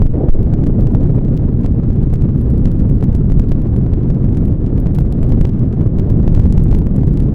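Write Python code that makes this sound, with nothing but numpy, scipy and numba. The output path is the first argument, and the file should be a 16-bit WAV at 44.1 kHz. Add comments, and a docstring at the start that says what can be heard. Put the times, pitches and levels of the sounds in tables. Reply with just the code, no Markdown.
"""The open deck of a moving ship, where strong wind buffets a camera's microphone.
Shaped noise makes the wind: large eddies heave the diaphragm in slow surges, smaller ones flutter, rush and roar.
The hardest eddies slam it over with a dry crack or knock it against its stop with a dull thud; weaker slams
come more often in strong surges. Small ticks and a faint hiss run along, and a fast limiter holds down the peaks."""
import sys
import numpy as np
from scipy.fft import rfft, irfft, next_fast_len
from scipy.io import wavfile
from scipy.ndimage import uniform_filter1d, map_coordinates
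from numba import njit

SR = 44100
rng = np.random.default_rng(int(sys.argv[2]) if len(sys.argv) > 2 else 0)


def generate_wav(signal):
    """Clip the signal to [-1, 1] and save it as 16-bit WAV at the path in sys.argv[1]."""
    frames = np.transpose(np.atleast_2d(signal))
    scaled = np.clip(frames, -1, 1) * 32767
    pcm = np.round(scaled).astype(np.int16)
    wavfile.write(sys.argv[1], SR, pcm)


N = 323694

# Slow surges of the wind, before buffeting and lumps: time_s, heave_db, rush_db
WIND_SURGES = [(0, -15, -24.5), (.16, -23, -26.5), (.3, -13, -25.5), (.55, -15.5, -23.5),
               (1.0, -13.5, -24.5), (1.5, -17.5, -26), (2.2, -19.5, -28), (2.7, -16.5, -26),
               (3.4, -15, -28), (4.2, -20.5, -26), (4.6, -16.5, -25.5), (5.4, -15, -27), (5.62, -21, -28),
               (6.1, -20, -24.5), (6.35, -14, -26), (6.8, -15.5, -27), (7.34, -19.5, -25.5)]
# How loud the flutter is, before it follows the surges: time_s, level_db
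FLUTTER_LEVEL = [(.1, -11.5), (.39, -18.5), (.47, -13)]
# An opening gust that rises fast, drops sharply, swells again more weakly near .9 s and fades: time_s, level_db
OPENING_GUST = [(.12, -59.5), (.142, -21), (.21, -19), (.285, -23), (.302, -33), (.42, -37.5), (.9, -28),
                (1.3, -62)]
# Colours of the wind noise, each rescaled later by its own level: pitch_hz, level_db_per_hz
HEAVE_COLOUR = [(6, -27), (14, -10), (24, 2), (45, -4), (70, -11.5), (120, -24), (300, -66.5), (900, -120)]  # the slow rumble of large eddies
FLUTTER_COLOUR = [(25, -33), (60, -2), (90, -1), (125, 0), (190, -5), (270, -10.5), (400, -27),
                  (800, -64.5), (2000, -120)]  # the smaller eddies
RUSH_COLOUR = [(100, -26), (220, -2), (310, 2), (410, -2.5), (600, -13.5), (850, -24.5), (1200, -37.5),
               (2000, -54), (5000, -87)]  # smaller eddies still
ROAR_COLOUR = [(300, -17), (700, 2), (1200, -1), (1700, -8), (2500, -15.5), (3700, -22), (5600, -31),
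               (9000, -41), (16000, -58)]  # the fine, steadier roar above the rumble
GUST_COLOUR = [(140, -17), (280, 7.5), (470, 3), (750, -13.5), (1100, -29), (2000, -45), (5000, -68.5)]  # the opening gust
# Eddies that knock the diaphragm against its stop, before the gains: start_s, strength_db
THUD_EVENTS = [(0.02, -15.5), (0.142, -32.5), (0.287, -21.5), (0.635, -30.5), (0.949, -17), (1.647, -20.5),
               (1.835, -25.5), (2.13, -25.5), (3.027, -18.5), (3.3, -23), (3.865, -24), (4.86, -22),
               (4.986, -18.5), (5.304, -27), (5.811, -23.5), (5.985, -25.5), (6.377, -23), (6.457, -22),
               (6.577, -23.5), (6.728, -18.5), (6.818, -26), (7.034, -23)]
# The hardest eddies, which overload the microphone, before the gains: start_s, crack_db, spit_db
HARD_SLAMS = [(0.0209, -44, -60), (0.0662, -30, -53), (0.3002, -33.5, -45), (0.5382, -29, -58.5),
              (0.639, -30.5, -53.5), (0.6693, -28, -53), (0.871, -31, -53.5), (0.952, -33, -53),
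              (1.375, -40.5, -43.5), (1.6616, -29, -52.5), (1.9036, -31, -52.5), (2.138, -27.5, -52),
              (2.2214, -31.5, -53.5), (2.4128, -38.5, -45.5), (2.5033, -40, -47.5), (2.656, -26.5, -47.5),
              (2.809, -34.5, -53.5), (2.8976, -33, -53.5), (3.04, -28.5, -48.5), (3.1508, -28, -46),
              (3.3206, -25.5, -48.5), (3.3967, -24.5, -50), (3.4917, -37.5, -49), (3.5185, -26.5, -49),
              (3.7628, -29.5, -54.5), (3.9353, -28, -47), (4.1023, -29.5, -54), (4.2468, -33.5, -52.5),
              (4.3712, -35.5, -48.5), (4.4821, -31.5, -44), (4.7797, -32, -54.5), (4.869, -28, -57),
              (4.9531, -33.5, -46.5), (4.9867, -31, -45.5), (5.1244, -33.5, -42.5), (5.23, -25.5, -51),
              (5.3217, -28, -48), (5.4122, -23.5, -46), (5.452, -23, -43.5), (5.4929, -35, -52.5),
              (5.9865, -31.5, -51.5), (5.9966, -29.5, -50.5), (6.101, -32, -48), (6.2785, -26, -46),
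              (6.3492, -28.5, -47.5), (6.3987, -26.5, -56.5), (6.4674, -36.5, -53), (6.5248, -31.5, -43),
              (6.579, -23.5, -45.5), (6.7137, -30.5, -46.5), (6.7485, -26, -45.5), (6.787, -33.5, -45.5),
              (6.8684, -27.5, -45), (7.0794, -31.5, -58), (7.1734, -32, -46.5), (7.202, -34, -44)]
# Long pushes that pin the diaphragm and choke the flutter, before the limiter:
# start_s, length_s, depth_db, push_share_of_full_scale
LONG_PUSHES = [(0.03, .026, 7.5, .55), (0.064, 0.047, 11, .5), (0.296, 0.039, 16, 1.5)]
# Colours of the short sounds: pitch_hz, level_db
CRACK_COLOUR = [(100, -13), (400, -3), (1000, 11), (2000, 6.5), (4000, -1), (7000, -5.5), (11000, -14),
                (16000, -28.5)]  # the dry snap
SPIT_COLOUR = [(500, -31.5), (3000, 1), (7000, -4), (12000, -1.5), (16000, -3)]  # the bright spit on top of a snap
STOP_COLOUR = [(100, -5), (400, 9.5), (700, 1.5), (1400, -13), (3000, -26.5), (6000, -35), (16000, -51)]  # the diaphragm meeting its stop
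SNAP_DELAY_S = .0009  # from the middle of a slam to its snap
TOP_HZ = 16400  # the camera's band limit


def amp(db):
    """Turn decibels into a gain."""
    return 10 ** (np.asarray(db) / 20)


def unit(x):
    """Scale to an average (rms) level of 1."""
    return x / np.sqrt(np.mean(x ** 2) + 1e-20)


def curves(rows):
    """Draw each column after the time as a curve with one value per sample."""
    times, *columns = np.transpose(rows)
    return [np.interp(np.arange(N) / SR, times, column) for column in columns]


def wobble(rate_hz):
    """Make a smooth random curve through rate_hz random points a second."""
    points = rng.standard_normal(int(N * rate_hz / SR) + 4)
    return map_coordinates(points, [np.arange(N) * rate_hz / SR])


def pair(size, apart):
    """Draw random values shared by two channels, plus a part of each one's own."""
    return rng.standard_normal(size) + apart * rng.standard_normal((2, size))


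def filtered(x, response):
    """Multiply each frequency of x by the response there."""
    length = next_fast_len(N + SR // 2)
    hz = np.fft.rfftfreq(length, 1 / SR)
    return irfft(rfft(x, length) * response(hz), length)[..., :N]


def coloured(x, colour):
    """Filter x through a colour table, its points joined on a log pitch axis."""
    pitch, db = np.transpose(colour)
    return filtered(x, lambda hz: amp(np.interp(np.log(hz + 1), np.log(pitch + 1), db)))


def turbulence(colour, size):
    """Make rms 1 noise that flutters freely but keeps its power even over about size samples."""
    x = coloured(rng.standard_normal(N), colour)
    power = uniform_filter1d(uniform_filter1d(x * x, size), size)
    return unit(x / np.sqrt(np.abs(power) + 1e-20))


def airflow(flutter_follow=0.04, lumpy_db=2.2, roar_db=-49.0, roar_follow=0.11, buffet_db=1.32, buffet_rate_hz=15):
    """Eddies at the port press on the diaphragm: slow heave, flutter, rush, a fine roar and the opening gust."""
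    heave_db, rush_db = curves(WIND_SURGES)
    # flutter and roar follow the surges only a little
    flutter_db = curves(FLUTTER_LEVEL)[0] + flutter_follow * (heave_db - np.median(heave_db))
    fine_db = roar_db + roar_follow * (rush_db - np.median(rush_db))
    heave = amp(heave_db) * turbulence(HEAVE_COLOUR, size=6000)
    # small eddies arrive in lumps that all of them share
    lumps = amp(lumpy_db * wobble(80))
    flutter = amp(flutter_db) * unit(turbulence(FLUTTER_COLOUR, size=4500) * np.sqrt(lumps))
    rush = amp(rush_db) * unit(turbulence(RUSH_COLOUR, size=3000) * lumps)
    roar = amp(fine_db) * unit(turbulence(ROAR_COLOUR, size=2500) * lumps)
    gust = amp(curves(OPENING_GUST)[0]) * turbulence(GUST_COLOUR, size=1500) * lumps
    # the larger eddies swell and sag together several times a second
    buffet = amp(buffet_db * wobble(buffet_rate_hz))
    return buffet * (heave + flutter) + rush + roar + gust


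def faint_hiss():
    """Steady white noise, separate in each channel."""
    return amp(-74) * rng.standard_normal((2, N))


def crackle(air, overloads, rate_hz=60, tick_db=-32, spread_db=4.0, cluster_s=0.049, bright_share=0.22, bright_db=-3):
    """Small snaps and spits, likeliest at high pressure and in the company of slams."""
    t = np.arange(N) / SR
    unrest = 1 + sum(np.exp(-np.abs(t - s) / cluster_s) for s, _, _ in overloads)
    strain = air ** 2 * unrest
    fires = rng.random(N) < strain / np.mean(strain) * rate_hz / SR
    sizes = amp(tick_db + spread_db * np.clip(rng.standard_normal(N), -2, 2))
    # ticks take the sign of the pressure, varied at random in each channel
    ticks = fires * np.sign(air) * sizes * (1 + .5 * rng.standard_normal((2, N)))
    bright = rng.random(N) < bright_share
    return coloured(ticks * ~bright, CRACK_COLOUR) + amp(bright_db) * coloured(ticks * bright, SPIT_COLOUR)


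def sucks(air, pull_db=15, half_s=.0022, calm=.4):
    """The eddy behind each thud briefly sucks the diaphragm out to its stop, between two weaker pushes."""
    out = air.copy()
    for s, db in THUD_EVENTS:
        i = np.arange(max(round(s * SR) - SR // 20, 0), min(round(s * SR) + SR // 20, N))
        u = (i / SR - s) / half_s - .5
        pull = min(amp(db + pull_db), 1) * np.exp(-u ** 2 / 2)
        # a pulled diaphragm follows the other eddies less
        out[i] = out[i] * (1 - min(calm, 1) * pull) - pull * (1 - u ** 2)
    return out


def thuds(thud_gain_db=29, rebound_s=0.0026, skew_s=.00007, chatter_db=-13, chatter_s=.004):
    """The diaphragm meets its stop, chatters there and leaves it a few milliseconds later."""
    knocks = np.zeros((2, N + SR))
    for s, db in THUD_EVENTS:
        start, force = round(s * SR), amp(db + thud_gain_db)
        stay_s = np.abs(rebound_s * rng.uniform(0.45, 1.2) + rng.normal(0, skew_s, 2))
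        stay = (SR * stay_s).astype(int)
        knocks[:, start] += force
        knocks[[0, 1], start + stay] += force * rng.uniform(0.1, 0.14)
        touches = start + (rng.exponential(chatter_s, size=4) * SR).astype(int)
        knocks[:, touches] += force * amp(chatter_db) * pair(size=4, apart=0.36)
    return coloured(knocks[:, :N], STOP_COLOUR)


def chance_times(count, follow=1.5, grow_db_per_s=0.96):
    """Pick uneven moments that crowd into the surges and favour later times."""
    odds = np.cumsum(amp(follow * curves(WIND_SURGES)[0] + grow_db_per_s * np.arange(N) / SR))
    # one random pick in each equal slice of the total odds
    picks = (np.arange(count) + rng.random(count)) / count
    return np.searchsorted(odds / odds[-1], picks) / SR


def lesser_slams(crack_db=-42, spit_db=-53, crack_spread_db=3, spit_spread_db=6):
    """Weaker overloads at random, from dull to bright, as rows of start_s, crack_db, spit_db."""
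    s = chance_times(count=40)
    luck = np.clip(rng.standard_normal((len(s), 2)), -1.5, 1.5)
    return np.column_stack([s, [crack_db, spit_db] + luck * [crack_spread_db, spit_spread_db]])


def slams(air, overloads, swing_db=19, edge_s=0.00046, relax_s=0.014, calm=0.19):
    """A hard eddy sucks the diaphragm out, then throws it over; the pressure leaks away."""
    out = air.copy()
    for s, crack_db, _ in overloads:
        i = np.arange(max(round(s * SR) - SR // 10, 0), min(round(s * SR) + SR // 10, N))
        t = i / SR - s
        force = min(amp(crack_db + swing_db), .5) * np.exp(-(t / relax_s) ** 2)
        # near its stop the diaphragm follows the other eddies less
        out[i] = out[i] * (1 - min(calm, 1) * 2 * force) + force * np.tanh(t / edge_s)
    return out


def cracks(overloads, crack_gain_db=12.5, spit_gain_db=25, kink_gain_db=29, skew_s=.00007,
           spit_life_s=0.000079, ragged_s=0.0033, scatter_db=-17):
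    """Each overload is one dry snap with a bright spit, weak snaps around it and dull kinks before it."""
    snaps, spits, kinks = np.zeros((3, 2, N + SR))
    t = np.arange(128) / SR
    for s, crack_db, spit_db in overloads:
        start = max(round((s + SNAP_DELAY_S) * SR), 0)
        # the two channels snap a hair apart
        lag = np.abs(rng.normal(0, skew_s, 2) * SR).astype(int)
        snaps[[0, 1], start + lag] -= amp(crack_db + crack_gain_db)
        near = np.abs(start + rng.normal(0, ragged_s, size=3) * SR).astype(int)
        snaps[:, near] += amp(crack_db + crack_gain_db + scatter_db) * pair(size=3, apart=0.78)
        # the stop is met just before the snap
        stops = np.abs(start - rng.exponential(ragged_s, size=3) * SR).astype(int)
        kinks[:, stops] += amp(crack_db + kink_gain_db) * pair(size=3, apart=0.13) / 2
        # the spit is a tiny burst of noise that dies away at once
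        burst = pair(size=len(t), apart=.7) * np.exp(-t / spit_life_s)
        spits[:, start:start + len(t)] += amp(spit_db + spit_gain_db) * burst / np.linalg.norm(burst[0])
    bright = coloured(spits[:, :N], SPIT_COLOUR)
    return coloured(snaps[:, :N], CRACK_COLOUR) + bright + coloured(kinks[:, :N], STOP_COLOUR)


def choked(air, grip_s=0.0015, settle=0.52):
    """A long push pins the diaphragm at once; it swings back and lets the small eddies in again."""
    t = np.arange(N) / SR
    for s, length, depth_db, push in LONG_PUSHES:
        u = (t - s) / length
        held = (1 + np.tanh((t - s) / grip_s)) / 2
        swing = push * held * np.cos(np.pi * u) * np.exp(-settle * u ** 2)
        air = air * amp(-depth_db * held * np.exp(-u ** 2)) + swing
    return air


def scene():
    """Wind pressure nearly equal in both channels, its overloads and a faint hiss."""
    flow = airflow()
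    overloads = np.vstack([HARD_SLAMS, lesser_slams()])
    air = choked(sucks(slams(flow, overloads)))
    sensitivity = amp([[-.06], [.06]])  # one channel is a touch louder
    return sensitivity * air + cracks(overloads) + thuds() + crackle(air, overloads) + faint_hiss()


@njit
def limiter(x, top, step, recover):
    """The gain drops a step whenever the output would pass top, and otherwise creeps back."""
    y, gain = np.empty_like(x), 1.0
    for i in range(len(x)):
        if abs(x[i]) * gain > top:
            gain *= step
        else:
            gain += (1 - gain) * recover
        y[i] = x[i] * gain
    return y


def record(dry, top=.93, step_db=0.05, release_s=0.031):
    """The camera limits each channel and keeps nothing above its band limit."""
    ceiling, step = min(float(top), 1.0), float(amp(-abs(step_db)))
    recover = 1 / (release_s * SR)
    held = np.array([limiter(np.ascontiguousarray(x), ceiling, step, recover) for x in dry])
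    return filtered(held, lambda hz: hz < TOP_HZ)


dry = scene()
out = record(dry)
generate_wav(out)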